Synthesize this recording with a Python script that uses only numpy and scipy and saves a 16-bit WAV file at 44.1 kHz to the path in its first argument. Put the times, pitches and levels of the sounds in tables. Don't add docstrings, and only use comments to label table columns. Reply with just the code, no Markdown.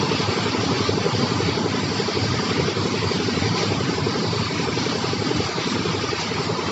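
import sys
import numpy as np
from scipy import signal
from scipy.io import wavfile
from scipy.ndimage import uniform_filter1d

SR = 44100
rng = np.random.default_rng(int(sys.argv[2]) if len(sys.argv) > 2 else 0)


def dump(signal):
    limited = np.clip(np.atleast_2d(signal).T, -1, 1)
    pcm = np.round(limited * 32767).astype(np.int16)
    wavfile.write(sys.argv[1], SR, pcm)


N = 295911


def amp(db):
    return 10 ** (np.asarray(db) / 20)


def evened(x):
    return x / np.sqrt(np.mean(x ** 2) + 1e-20)


def smoothed(x, size, axis=-1):
    return uniform_filter1d(uniform_filter1d(x, size, axis), size, axis)


def curve(rows, column):
    rows = np.asarray(rows)
    return np.interp(np.arange(N) / SR, rows[:, 0], rows[:, column])


def wander(hz):
    return evened(smoothed(rng.standard_normal(N), max(int(SR / hz), 1)))


def ring(hz, t60, rise_s):
    t = np.arange(4000) / SR
    envelope = amp(-60 * t / t60) * (1 - np.exp(-t / rise_s))
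    return envelope * np.sin(2 * np.pi * hz * t)


# frequency in Hz, middle level in dB rms.
HUM_TONES = [(107, -44), (158, -43), (167.5, -37), (197, -39), (236, -40), (250, -43), (276, -44),
             (302, -45), (342, -46), (362, -44)]


def hum():
    t = np.arange(N) / SR
    out = np.zeros(N)
    for hz, db in HUM_TONES:
        strength = np.sqrt(2) * amp(db + 3 * wander(8))
        turns = hz * t + rng.random() + .1 * wander(8)
        out += strength * np.sin(2 * np.pi * turns)
    return out


# time in seconds, firings per second.
ENGINE_SPEED = [(0.0, 11.499), (0.7, 11.644), (1.4, 11.737), (2.1, 11.748), (2.8, 11.638), (3.5, 11.543),
                (4.2, 11.393), (4.9, 11.197), (5.6, 11.037), (6.2, 10.868), (6.75, 10.722)]
FIRST_CYCLE = -.3595


def crank():
    return FIRST_CYCLE + np.cumsum(curve(ENGINE_SPEED, column=1)) / SR


# time in seconds, half length in seconds, then the change in dB
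BRIEF_DIPS = [(0.75, 0.015, -10.5, 0.5, -1), (2.112, 0.026, -18, 0.5, -1), (2.744, 0.02, -11.5, -2, -2.5),
              (3.398, 0.04, 4, -2.5, -0.5), (3.596, 0.055, -10, 1.5, 3), (4.35, 0.012, -9, 2, -1),
              (4.482, 0.028, -8, -3.5, 0), (5.522, 0.04, -19, 0.5, -1), (6.168, 0.016, -7, 0.5, 0)]


def dips(column):
    t = np.arange(N) / SR
    return sum(row[column] * np.exp(-((t - row[0]) / row[1]) ** 2) for row in BRIEF_DIPS)


# frequency in Hz, width in Hz, change in dB at the centre.
SHEET_MODES = [(1010, 40, 6), (1145, 70, 2), (1560, 60, 2), (1680, 80, -3), (2270, 100, 4), (4700, 150, 2)]
SURGE_DB, SURGE_HZ, SURGE_S = .95, 500, .05
SURGE_FROM_HZ = 1500


def noise(shape, size, patchy_db, patch_hz, patch_s, flicker_db):
    hop, hz = size // 4, np.fft.rfftfreq(size, 1 / SR)
    real, imaginary, patches, surges = rng.standard_normal((N // hop + 5, len(hz), 4)).T

    surges = smoothed(surges, int(SURGE_HZ * size / SR) + 1, 0)
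    surges = evened(smoothed(surges, int(SURGE_S * SR / hop) + 1, 1))
    wide, long = max(int(patch_hz * size / SR), 1), max(int(patch_s * SR / hop), 1)
    patches = evened(smoothed(smoothed(patches, wide, 0), long, 1))
    flicker = evened(uniform_filter1d(rng.standard_normal(real.shape[1]), long))

    f, db = np.transpose(shape)
    db = np.interp(np.log(hz + 1), np.log(f + 1), db, left=-100, right=-100)
    db = db + sum(lift / (1 + (2 * (hz - at) / width) ** 2) for at, width, lift in SHEET_MODES)
    surge_db = SURGE_DB * np.minimum(hz / SURGE_FROM_HZ, 1)[:, None] ** 2 * surges
    level_db = db[:, None] + patchy_db * patches + surge_db + flicker_db * flicker
    spectra = (real + 1j * imaginary) * amp(level_db)
    return evened(signal.istft(spectra, nperseg=size, noverlap=size - hop)[1][:N])


# frequency in Hz, relative density in dB per Hz.
RUMBLE_SHAPE = [(35, -43), (60, -15), (80, -15.5), (102, 12), (140, 1), (185, 1.5), (253, 3), (290, 5),
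                (325, -8), (420, -30.5)]
# frequency in Hz, relative density in dB per Hz.
CLATTER_SHAPE = [(250, -18.5), (320, -1), (400, 1.5), (470, 1), (530, -7), (600, -5.5), (710, -8),
                 (830, -3), (920, -5.5), (1120, -8.5), (1210, -6), (1310, -7), (1700, -30), (2210, -32.5)]
# time in seconds, drum rumble in dB, clatter of stones on
# steel in dB, sliding gravel in dB (the last is played by the chute).
LOAD_FLOW = [(0.0, -26, -26.5, -29), (.3, -30, -26.5, -28.5), (.7, -24, -26.5, -28.5),
             (.95, -26, -27, -29.5), (1.25, -25, -27, -29), (1.8, -24.5, -27.5, -29.5),
             (2.1, -26, -27.5, -29), (2.6, -26, -27, -29), (3.2, -26.5, -28, -28.5), (3.8, -24, -27.5, -30),
             (4.0, -27, -28, -30), (4.4, -25, -28, -29.5), (5.0, -27.5, -29, -29),
             (5.25, -25.5, -28.5, -30), (5.37, -24, -28, -30), (5.5, -27.5, -28.5, -28.5),
             (5.9, -26.5, -28.5, -29.5), (6.25, -31, -29, -29), (6.75, -29.5, -26.5, -30.5)]
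LUMPS_DB, LUMPS_PER_S = 1, 26
STEADY, STEADY_S = .7, .025
CLATTER_SWING_DB, CLATTER_PEAK = .4, .0


def drum():
    rumble = noise(RUMBLE_SHAPE, 2048, patchy_db=1.0, patch_hz=50, patch_s=.06, flicker_db=0.3)
    power = abs(smoothed(rumble ** 2, int(STEADY_S * SR)) + .02)
    rumble = evened(rumble / power ** (STEADY / 2))
    clatter = noise(CLATTER_SHAPE, 2048, patchy_db=1.3, patch_hz=70, patch_s=.05, flicker_db=0.4)

    cycles = crank()
    chuff_dip_db = -8.0 * np.exp(-((cycles % 1 - .15) / 0.055) ** 2)
    shake_db = CLATTER_SWING_DB * np.cos(2 * np.pi * (cycles - CLATTER_PEAK))
    rumble_db = curve(LOAD_FLOW, column=1) + dips(column=2) + chuff_dip_db
    rumble_db += LUMPS_DB * wander(LUMPS_PER_S)
    clatter_db = curve(LOAD_FLOW, column=2) + dips(column=3) + shake_db
    return amp(rumble_db) * rumble + amp(clatter_db) * clatter


# frequency in Hz, relative density in dB per Hz.
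GRAVEL_SHAPE = [(820, -26.5), (1400, -2.5), (1570, -0.5), (1700, -2), (2260, -1), (2720, -2.5),
                (3600, -2.5), (4200, -2.5), (4620, -7), (5200, -2), (6050, -7), (6200, -26), (7000, -38)]
# frequency in Hz, relative density in dB per Hz.
FIZZ_SHAPE = [(5600, -20), (6050, -3), (6200, 0), (7000, 0), (7640, 1), (7700, -26), (8800, -23),
              (9400, -25), (10000, -32), (11000, -52)]
# frequency in Hz, relative density in dB per Hz.
RASP_SHAPE = [(3900, -35.5), (4250, -7), (4450, -1), (4800, -3), (5100, -12.5), (5500, -25.5)]
# time in seconds, level in dB.
RASP_LEVEL = [(0.0, -35.5), (1.58, -34.5), (1.73, -36.5), (2.13, -32.5), (2.7, -36), (2.79, -35),
              (2.9, -36.5), (3.13, -33), (3.22, -37.5), (3.32, -32.5), (3.38, -44), (3.42, -33.5),
              (3.62, -36), (3.97, -38), (4.46, -32.5), (4.53, -39), (5.13, -35), (5.32, -38.5),
              (5.36, -33.5), (5.8, -38), (6.16, -35.5), (6.75, -38)]
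FLUTTER_DB, FLUTTER_PER_S = 0.21, 24


def chute():
    hiss = noise(GRAVEL_SHAPE, 1024, patchy_db=2.0, patch_hz=60, patch_s=.08, flicker_db=-0.69)
    fizz = noise(FIZZ_SHAPE, 1024, patchy_db=2.0, patch_hz=70, patch_s=0.06, flicker_db=0.0)
    rasp = noise(RASP_SHAPE, 1024, patchy_db=1.3, patch_hz=110, patch_s=.05, flicker_db=0.03)
    slide = amp(curve(LOAD_FLOW, column=3)) * (hiss + amp(-15.0) * fizz)
    slide += amp(curve(RASP_LEVEL, column=1)) * rasp
    return amp(dips(column=4) + FLUTTER_DB * wander(FLUTTER_PER_S)) * slide


# start in seconds, level in dB, fading time in seconds.
HOE_SCRAPES = [(.4, -36, 0.027), (3.576, -27.5, 0.011), (3.595, -34, 0.026), (4.92, -31.5, .015),
               (5.36, -29.5, 0.028), (6.198, -27, 0.017), (6.211, -31, 0.016)]
# frequency in Hz, relative density in dB per Hz.
GRIT_SHAPE = [(700, -19.5), (1000, 1.5), (2300, -3), (3500, 0), (4700, -1), (6000, -2), (7500, -16),
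              (7700, -36.5)]
SCRAPE_RISE_S = 0.0025


def hoe():
    t = np.arange(N) / SR
    grit = noise(GRIT_SHAPE, 256, patchy_db=2.0, patch_hz=1500, patch_s=.006, flicker_db=1.5)
    drag = np.zeros(N)
    for start, db, fade in HOE_SCRAPES:
        rise = np.clip((t - start) / SCRAPE_RISE_S, 0, 1)
        drag += amp(db) * rise * np.exp(-np.maximum(t - start, 0) / fade)
    return drag * grit


RATTLE_DB, RATTLE_PER_S = -45, 260
RATTLE_SPREAD_DB, RATTLE_HZ = 3, (1490, 4200)


def rattle():
    strikes = rng.random(N) < RATTLE_PER_S / SR
    size = amp(RATTLE_SPREAD_DB * np.minimum(rng.exponential(1, N), 4)) * strikes
    kind = rng.integers(0, 16, N)
    out = np.zeros(N)
    for k, hz in enumerate(np.geomspace(*RATTLE_HZ, 16)):
        out += signal.oaconvolve(size * (kind == k), ring(hz, t60=0.038, rise_s=0.00053))[:N]
    return amp(RATTLE_DB) * evened(out)


def struck(rows, t60, rise_s):
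    out = np.zeros(N + 4000)
    for s, db, hz in rows:
        out[round(s * SR):][:4000] += amp(db) * ring(hz, t60, rise_s)
    return out[:N]


# start in seconds, level in dB before the gradual rise, ring in Hz.
STONE_KNOCKS = [(0.858, -18, 1180), (1.609, -22, 835), (1.794, -27, 990), (2.543, -24, 790),
                (2.783, -25, 970), (3.084, -25, 1050), (3.612, -19, 990), (3.7, -19.5, 825),
                (3.981, -21, 970), (4.915, -19.5, 1087), (5.749, -18, 943), (6.363, -16.5, 987),
                (6.583, -19.5, 1004)]
# start in seconds, level in dB before the gradual rise, ring in Hz.
PEBBLE_TICKS = [(0.3634, -17.5, 2060), (0.8464, -14, 2040), (1.8924, -19.5, 2090), (2.1134, -20, 2330),
                (2.4124, -14, 4830), (3.0884, -21.5, 4700), (4.8554, -17, 2260), (5.6794, -23, 2290)]
# start in seconds, level in dB before the gradual rise, ring in Hz.
LOAD_THUDS = [(0.028, -15.5, 139.5), (0.14, -14.5, 266), (0.274, -10, 99.6), (0.426, -21, 101),
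              (0.61, -23, 245), (0.718, -16, 108), (0.79, -20.5, 99), (0.949, -16.5, 151),
              (1.119, -15, 142.5), (1.204, -12, 133.4), (1.227, -12.5, 232), (1.46, -9.5, 153),
              (2.146, -21.5, 106), (2.527, -18.5, 236), (2.651, -14, 139), (2.754, -18, 107),
              (2.911, -14.5, 238), (3.061, -13, 121.5), (3.139, -14, 182), (3.45, -13.5, 110),
              (3.505, -13.5, 165), (3.599, -16, 161), (3.741, -15, 102), (3.882, -12, 172),
              (4.014, -12, 148), (4.352, -20, 203), (4.513, -20.5, 274), (5.177, -21, 125),
              (5.254, -17.5, 158), (5.372, -21, 100.7), (5.574, -17, 163), (5.715, -19.5, 212),
              (6.284, -19.5, 115), (6.499, -15, 106), (6.644, -14, 96.9)]


def impacts():
    stones = struck(STONE_KNOCKS, t60=0.074, rise_s=0.009)
    ticks = struck(PEBBLE_TICKS, t60=0.011, rise_s=0.00068)
    thuds = struck(LOAD_THUDS, t60=0.11, rise_s=0.0068)
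    return stones + ticks - thuds


def beats(cycles, place, jitter_s, spread_db):
    at = np.flatnonzero(np.diff(np.floor(cycles - place)) > 0)
    chance = rng.standard_normal((len(at), 2))
    at = at + (jitter_s * SR * chance[:, 0]).astype(int)
    train = np.zeros(N)
    train[np.clip(at, 0, N - 1)] = amp(spread_db * chance[:, 1])
    return train


def pit_echo(t60):
    at = np.arange(400, 6000, 40) + rng.integers(0, 40, 140)
    taps = np.zeros(6100)
    taps[at] = rng.choice([-1., 1.], len(at)) * amp(-60 * at / SR / t60)
    return taps / np.linalg.norm(taps)


# frequency in Hz, half length in seconds,
# peak in dB before the blow strength, delay in seconds.
EXHAUST_MODES = [(414, .0042, -15.8, -.0002), (250, .005, -33, .004), (160, .011, -34, .001),
                 (100, .012, -33, -.005), (620, .004, -37, .001), (1210, .004, -33, .003)]
# time in seconds, change in dB.
CHUFF_STRENGTH = [(0, 0), (.2, 1), (.38, -.5), (1.05, 2), (1.15, -.5), (1.5, 1), (1.75, -1), (1.96, 1.5),
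                  (2.17, 0), (2.26, -5), (2.43, -1), (2.6, 1), (3.2, 1.5), (3.46, 0), (4.07, 1),
                  (4.33, -1.5), (4.6, -1), (4.74, 1), (5.05, -1.5), (5.36, 1), (5.5, -1.5), (5.86, 1),
                  (6.13, -.5), (6.32, -4), (6.5, -1.5), (6.75, -2)]
PUFF_GLIDE = 16


def exhaust(cycles):
    t = np.arange(4000) / SR
    puff = np.zeros(4000)
    for hz, half, db, delay in EXHAUST_MODES:
        u = t - t[2000] - delay
        turns = hz * u * (1 + PUFF_GLIDE * u / 2)
        puff -= amp(db) * np.exp(-(u / half) ** 2) * np.cos(2 * np.pi * turns)
    blows = beats(cycles, 0, jitter_s=.0001, spread_db=.8) * amp(curve(CHUFF_STRENGTH, column=1))
    chuffs = signal.oaconvolve(blows, puff, "same")
    return chuffs + amp(-7.0) * signal.oaconvolve(chuffs, pit_echo(t60=.2))[:N]


# place in the cycle (0-1), middle peak in dB.
PRESSURE_DROPS = [(.912, -26), (0.178, -23), (0.285, -27), (0.385, -27)]
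DROP_S = 0.0008


def pressure_drops(cycles):
    t = np.arange(401) / SR
    drop = -np.exp(-((t - t[200]) / DROP_S) ** 2)
    out = np.zeros(N)
    for place, db in PRESSURE_DROPS:
        pulses = beats(cycles, place, jitter_s=.0003, spread_db=2.5)
        out += amp(db) * signal.oaconvolve(pulses, drop, "same")
    return out


# place in the cycle (0-1), frequency in Hz,
# time to fall by 60 dB in seconds, level in dB before the knock strength and gradual rise.
BLOCK_KNOCKS = [(.505, 1207, 0.051, -26), (0.6, 940, 0.04, -28.5), (.66, 171, 0.044, -24),
                (.88, 2270, 0.024, -39), (0.6, 4650, 0.018, -36)]
# time in seconds, change in dB.
KNOCK_STRENGTH = [(0, 6), (.8, -2.5), (.94, -3.5), (1.11, 6), (1.6, -6.5), (2.39, 7), (2.7, -3), (3.15, 1),
                  (3.9, -10), (4.4, 6), (5.0, -0.5), (6.09, 7), (6.75, -1)]


def block_knocks(cycles):
    out = np.zeros(N)
    for place, hz, t60, db in BLOCK_KNOCKS:
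        strength = amp(db + curve(KNOCK_STRENGTH, column=1))
        blows = beats(cycles, place, jitter_s=.001, spread_db=1.5) * strength
        out += signal.oaconvolve(blows, ring(hz, t60, rise_s=0.0013))[:N]
    return out


# multiple of the firing rate, middle level in dB rms.
FRAME_ORDERS = [(6, -50), (8, -41), (12, -47), (15, -48), (21, -50)]


def frame(cycles):
    out = np.zeros(N)
    for multiple, db in FRAME_ORDERS:
        strength = np.sqrt(2) * amp(db + 3 * wander(12))
        out += strength * np.sin(2 * np.pi * (round(multiple) * cycles + rng.random()))
    return out


def engine():
    cycles = crank()
    return exhaust(cycles) + pressure_drops(cycles) + block_knocks(cycles) + frame(cycles)


def scene():
    return (hum() + drum() + chute() + hoe() + rattle() + impacts() + engine())[None]


def suppress(x, strength, least_db):
    z = signal.stft(x, nperseg=1024, noverlap=768)[2]
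    power = uniform_filter1d(abs(z) ** 2, size=3, axis=-1) + 1e-20
    keep = 1 - strength * power.mean(-1, keepdims=True) / power
    keep = np.maximum(keep, amp(2 * least_db))
    return signal.istft(z * np.sqrt(keep), nperseg=1024, noverlap=768)[1][:, :N]


EDGE_HZ = 11000


def record(dry):
    bass_cut = signal.butter(N=6, Wn=80.0, btype="high", fs=SR, output="sos")
    thin = suppress(signal.sosfilt(bass_cut, dry), strength=.3, least_db=-6.0)
    top_cut = signal.firwin(511, EDGE_HZ, window=("kaiser", 9), fs=SR)
    return signal.oaconvolve(thin, top_cut[None], "same")


dry = scene()
out = record(dry)
dump(out)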